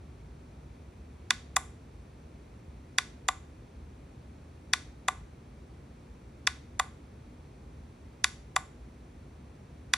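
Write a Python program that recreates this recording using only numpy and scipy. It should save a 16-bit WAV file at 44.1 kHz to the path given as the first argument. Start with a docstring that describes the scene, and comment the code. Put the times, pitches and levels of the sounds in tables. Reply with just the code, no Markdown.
"""Kitchen scale buttons, close by

A quiet room, a phone close to a digital kitchen scale, and a thumb working its small buttons.
A metal dome snaps in on each press, bright, and back on each release, hollower; both ring the same damped case.
Each snap is a noise squeak, a noise crack, ringing modes and a low knock, answered by the steel pan and the room.
A plastic cap ticks once; beneath lie filtered-noise rumble and hiss, two low hums and a very faint high whine."""
import sys
import numpy as np
from scipy import signal
from scipy.fft import rfft, irfft
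from scipy.io import wavfile
from scipy.ndimage import uniform_filter1d

SR = 44100
rng = np.random.default_rng(int(sys.argv[2]) if len(sys.argv) > 2 else 0)


def store_pcm(level_fs):
    """Save levels as 16-bit WAV."""
    pcm = np.round(np.clip(level_fs, -1, 1) * 32767).astype(np.int16)
    wavfile.write(sys.argv[1], SR, np.atleast_2d(pcm).T)


N = 439662


def undb(db):
    """Decibels to gain."""
    return 10 ** (np.asarray(db) / 20)


def along(hz, points, column=1):
    """Read a column of a table on a log-frequency axis."""
    points = np.asarray(points, float)
    return np.interp(np.log(np.maximum(hz, 1)), np.log(points[:, 0]), points[:, column])


def noise(colour, size):
    """Noise of rms 1 with a (pitch_hz, level_db) colour."""
    hz = np.fft.rfftfreq(size, 1 / SR)
    x = irfft(rfft(rng.standard_normal(size)) * undb(along(hz, colour)), size)
    return x / x.std()


def swell(t, peak_s):
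    """Vibration envelope that builds up, reaches 1 at peak_s and is quickly damped by the hand."""
    u = np.maximum(t, 0) / peak_s
    return u * np.exp((1 - u ** 2) / 2)


def add(out, sound, start_s):
    """Mix a stereo sound in at a given time."""
    start = int(start_s * SR)
    out[:, start:start + sound.shape[1]] += sound[:, :N - start]


# Colour of the room rumble, the same at both microphone ports: pitch_hz, level_db (relative, per Hz)
RUMBLE_COLOUR = [(20, -31.5), (34, -23.5), (45, -7.5), (54, 1.5), (76, -0.5), (92, -5.5), (150, -6.5),
                 (178, -11.5), (240, -11), (400, -17), (650, -25.5), (1300, -37.5), (3000, -64),
                 (8000, -87)]
# Colour of the steady hiss, the same at both ports: pitch_hz, level_db (relative, per Hz)
HISS_COLOUR = [(300, -8), (900, 3), (1500, 0), (2450, -0.5), (2950, -7.5), (3300, -6), (4500, -7.5),
               (5050, -12.5), (5750, -8.5), (6900, -14.5), (9700, -15.5), (12500, -27), (14300, -24.5),
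               (15600, -44)]


def rumble_and_hiss(rumble_db=-49.5, hiss_db=-66.5):
    """Steady coloured noise common to both ports, each layer set by its rms level."""
    return undb(rumble_db) * noise(RUMBLE_COLOUR, N) + undb(hiss_db) * noise(HISS_COLOUR, N)


# Faint unsteady tones, two low hums and a high whine: pitch_hz, width_hz, level_db (rms)
HUM_TONES = [(74, 3, -60), (241, 6, -68.5), (9790, 25, -95)]


def hums():
    """Narrow bands of noise, heard as tones that waver in level."""
    freqs = np.fft.rfftfreq(N, 1 / SR)
    total = np.zeros(N)
    for pitch_hz, width_hz, level_db in HUM_TONES:
        resonance = 1 / (1 + ((freqs - pitch_hz) / width_hz) ** 2)
        tone = irfft(rfft(rng.standard_normal(N)) * resonance, N)
        total += undb(level_db) * tone / tone.std()
    return total


# Colour of the background that differs between the ports: pitch_hz, level_db (relative, per Hz)
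DIFFUSE_COLOUR = [(25, -27.5), (52, -6.5), (75, -9), (250, 0), (700, 1.5), (1400, -6), (1800, -23.5),
                  (2600, -11.5), (3900, -24), (5800, -21), (9500, -23), (12500, -35.5), (14500, -30),
                  (15600, -55)]


def background(diffuse_db=-63.5):
    """Rumble, hiss and hums common to both ports, plus diffuse noise in opposite phase at each."""
    mid = rumble_and_hiss() + hums()
    side = undb(diffuse_db) * noise(DIFFUSE_COLOUR, N)
    return np.array([mid + side, mid - side])


# Room reflections by band: pitch_hz, level_db (relative), t60_s
ROOM_BANDS = [(300, -24.5, .35), (750, -15.5, 0.4), (1200, -18, 0.32), (2200, -18.5, 0.43),
              (4000, -19, .41), (7200, -15.5, .38), (10000, -13, .35), (15000, -30.5, .2)]


def room(snap, walls, first_s=0.0039, early_db=1, early_s=0.016, width=0.66, blur_hz=900, direct_share=.3):
    """Dense reflections: early ones from the desk and hand, then the walls, dying away band by band."""
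    size = walls.shape[1]
    t = np.arange(size) / SR
    hz = np.fft.rfftfreq(size, 1 / SR)
    # the walls hear the case from all sides, which fills the gaps between its modes
    power = abs(rfft(snap.mean(0), size)) ** 2
    blurred = abs(uniform_filter1d(power, int(blur_hz / hz[1])))
    all_round = blurred * np.minimum(hz / blur_hz, 1) ** 2
    spectra = np.sqrt(direct_share * power + (1 - direct_share) * all_round) * rfft(walls)
    build_up = 1 - np.exp(-(t / first_s) ** 2)
    onset = build_up * (1 + undb(early_db) * np.exp(-t / early_s))
    centres, tail = np.array(ROOM_BANDS)[:, 0], 0
    # each band fades into its neighbours
    for (_, level_db, t60_s), weights in zip(ROOM_BANDS, np.eye(len(ROOM_BANDS))):
        fade = onset * np.exp(-np.log(1000) * t / t60_s)
        band = irfft(spectra * along(hz, np.c_[centres, weights]), size)
        tail = tail + undb(level_db) * band * fade / np.linalg.norm(fade)
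    mid, side = tail
    return np.array([mid + width * side, mid - width * side])


# Lightly damped modes of the steel weighing pan: pitch_hz, level_db (gain at resonance), t60_s
PAN_MODES = [(765, -9, .28), (1070, -7, .28), (1173, -9, .33), (1485, -5, .22), (1680, -11, .22),
             (2020, -10, .28), (3550, -5.5, .22), (4520, -9, .25), (8700, -5, .2)]


def pan_ring(snap):
    """The steel pan's resonances pick up the snap and sing on faintly."""
    t = np.arange(SR // 2) / SR
    pitch_hz, level_db, t60_s = np.transpose(PAN_MODES)[:, :, None]
    damping = np.log(1000) / t60_s
    gain = undb(level_db) * 2 * damping / SR
    modes = gain * np.exp(-damping * t) * np.sin(2 * np.pi * pitch_hz * t)
    return signal.fftconvolve(snap, modes.sum(0)[None], axes=1)


# The loose plastic cap slaps its rim: start_s, level_db
CAP_SLAPS = [(1.5686, -15)]


def cap_ticks(peak_s=.0001):
    """A hard, very short tick of plastic on plastic: a burst of noise, different at each port."""
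    out, t = np.zeros((2, N)), np.arange(SR // 100) / SR
    colour = [(1000, -20.5), (4000, -8), (8500, 1), (11000, -2), (13000, -9.5), (16000, -13)]
    for start_s, level_db in CAP_SLAPS:
        burst = np.array([noise(colour, len(t)) for _ in range(2)])
        add(out, undb(level_db) * swell(t, peak_s) * burst, start_s)
    return out


def thumb_knock(t, pitch_hz=430, peak_s=0.0029):
    """The whole scale nods briefly under the thumb, a short damped sine."""
    return swell(t, peak_s) * np.sin(2 * np.pi * pitch_hz * t)


def dome_squeak(t, pitch_hz, ahead_s=.0018, length_s=0.0013, width_hz=700):
    """Just before it snaps, the dome slips on its contact: a tiny band of noise."""
    band = 1 / (1 + ((np.fft.rfftfreq(len(t), 1 / SR) - pitch_hz) / width_hz) ** 2)
    rub = irfft(rfft(rng.standard_normal((2, len(t)))) * band, len(t))
    return np.exp(-((t + ahead_s) / length_s) ** 2) * rub / rub.std()


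def dome_crack(t, peak_s=.0017, rise_s=.0012, fall_s=0.0018):
    """The metal dome gives way ever faster, then buckles: dense treble noise, different at each port."""
    colour = [(700, -25), (1500, -10), (4000, -1.5), (7000, -5),
              (10800, 0), (12200, -17.5), (15000, -23.5), (16500, -28)]
    shape = np.exp(np.minimum((t - peak_s) / rise_s, (peak_s - t) / fall_s))
    return shape * np.array([noise(colour, len(t)) for _ in range(2)])


# Modes of the hand-damped case: pitch_hz, peak_s (time to full swing), press_level_db, release_level_db
CASE_MODES = [(646.0, 0.0053, -52, -38.5), (768, 0.0048, -37, -25.5), (1069, 0.003628, -25.0, -18),
              (1147, 0.004044, -24.5, -16.5), (1270, 0.0038, -33.5, -30), (1488.0, 0.0032, -25.6, -27),
              (1680, 0.0018, -19.5, -26), (1993, 0.0028, -20.5, -21.5), (2260, 0.0025, -25, -34.5),
              (2501.0, 0.0022, -23, -27.5), (2812.0, 0.0028, -29.5, -33), (3475, 0.0019, -17.5, -23.5),
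              (3820, 0.0027, -24.5, -31), (4555, 0.0015, -19, -28.5), (5576, 0.0012, -19, -27.5),
              (5872.0, 0.0014925, -19.5, -26), (6640.0, 0.0013, -24.5, -28.5), (7250, 0.0017, -22.5, -20),
              (7940, 0.0012, -29, -28.5), (8845, 0.0012, -25.5, -30.5), (9602.0, 0.001, -28, -29),
              (10458.0, 0.001, -31, -30.5)]
# Phase by which the left microphone port leads the right: pitch_hz, lead_rad
PORT_LEAD = [(600, 0.23), (1200, 0.53), (2300, -0.11), (2760, 1.1), (3200, 0.23), (4200, .1), (6500, -1.1),
             (11000, -1.4)]


def case_ring(t, mode_db, treble_db, treble_hz=5000, scatter_db=0.74, detune=.002):
    """The snap spreads through the case as bending waves; the slow, low ones tend to crest last."""
    pitch_hz, peak_s = np.transpose(CASE_MODES)[:2]
    treble = 1 / (1 + (treble_hz / pitch_hz) ** 4)
    # the thumb never sits the same way twice, which mostly changes the high modes
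    scatter = scatter_db * rng.standard_normal(len(pitch_hz))
    gain = undb(mode_db + treble * (treble_db + scatter))
    detuned_hz = pitch_hz * (1 + detune * rng.standard_normal(len(pitch_hz)))
    phase = 2 * np.pi * detuned_hz[:, None] * (t - peak_s[:, None])
    half_lead = along(pitch_hz, PORT_LEAD)[:, None] / 2
    swing = gain[:, None] * swell(t, peak_s[:, None])
    return np.array([(swing * np.sin(phase + side * half_lead)).sum(0) for side in (1, -1)])


def buttons(snaps, mode_db, walls, stroke_db, squeak_hz, knock_db):
    """Each snap is a squeak, a crack, the ring of the case and a soft knock, answered by pan and room."""
    lead_s = .01  # room for the squeak ahead of the snap
    out, t = np.zeros((2, N)), np.arange(SR // 20) / SR - lead_s
    for start_s, treble_db, squeak_db in snaps:
        crack_db = -23.7 + .6 * treble_db  # a brighter snap cracks harder
        dome = undb(squeak_db) * dome_squeak(t, squeak_hz) + undb(crack_db) * dome_crack(t)
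        body = case_ring(t, mode_db, treble_db) + undb(knock_db) * thumb_knock(t)
        snap = undb(stroke_db) * (dome + body)
        add(out, snap, start_s - lead_s)
        add(out, pan_ring(snap), start_s - lead_s)
        add(out, room(snap, walls), start_s)
    return out


# Dome springing back: start_s, treble_db, squeak_db (both before the common stroke level)
RELEASE_SNAPS = [(1.5646, 3, -24.5), (3.2853, -0.5, -28), (5.0827, -4.5, -32), (6.7957, -5, -34),
                 (8.5623, -2.5, -34)]


def releases(walls):
    """The dome springs back at a fixed force, so all releases share one strength and squeak pitch."""
    release_db = np.transpose(CASE_MODES)[3]
    return buttons(RELEASE_SNAPS, release_db, walls, stroke_db=-.1, squeak_hz=6500, knock_db=-41)


# Dome snapping in: start_s, treble_db, squeak_db (both before the common stroke level)
PRESS_SNAPS = [(1.3058, -1.5, -42), (2.9835, -2.5, -30.5), (4.7342, -0.5, -28), (6.4719, -5, -24),
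               (8.2420, 1.5, -32.5), (9.9357, -1, -43)]


def presses(walls):
    """The dome buckles at a fixed force, so all presses share one strength and squeak pitch."""
    press_db = np.transpose(CASE_MODES)[2]
    return buttons(PRESS_SNAPS, press_db, walls, stroke_db=.15, squeak_hz=5750, knock_db=-45.5)


def scene():
    """Presses and releases in the quiet room; scale and phone stay put, so all share one reflection pattern."""
    walls = rng.standard_normal((2, SR // 2))
    return background() + cap_ticks() + releases(walls) + presses(walls)


def record(dry, top_hz=16450):
    """The phone cuts the top of the treble with a steep low-pass."""
    low_pass = signal.ellip(8, .2, 70, top_hz, fs=SR, output="sos")
    return signal.sosfilt(low_pass, dry)


dry = scene()
out = record(dry)
store_pcm(out)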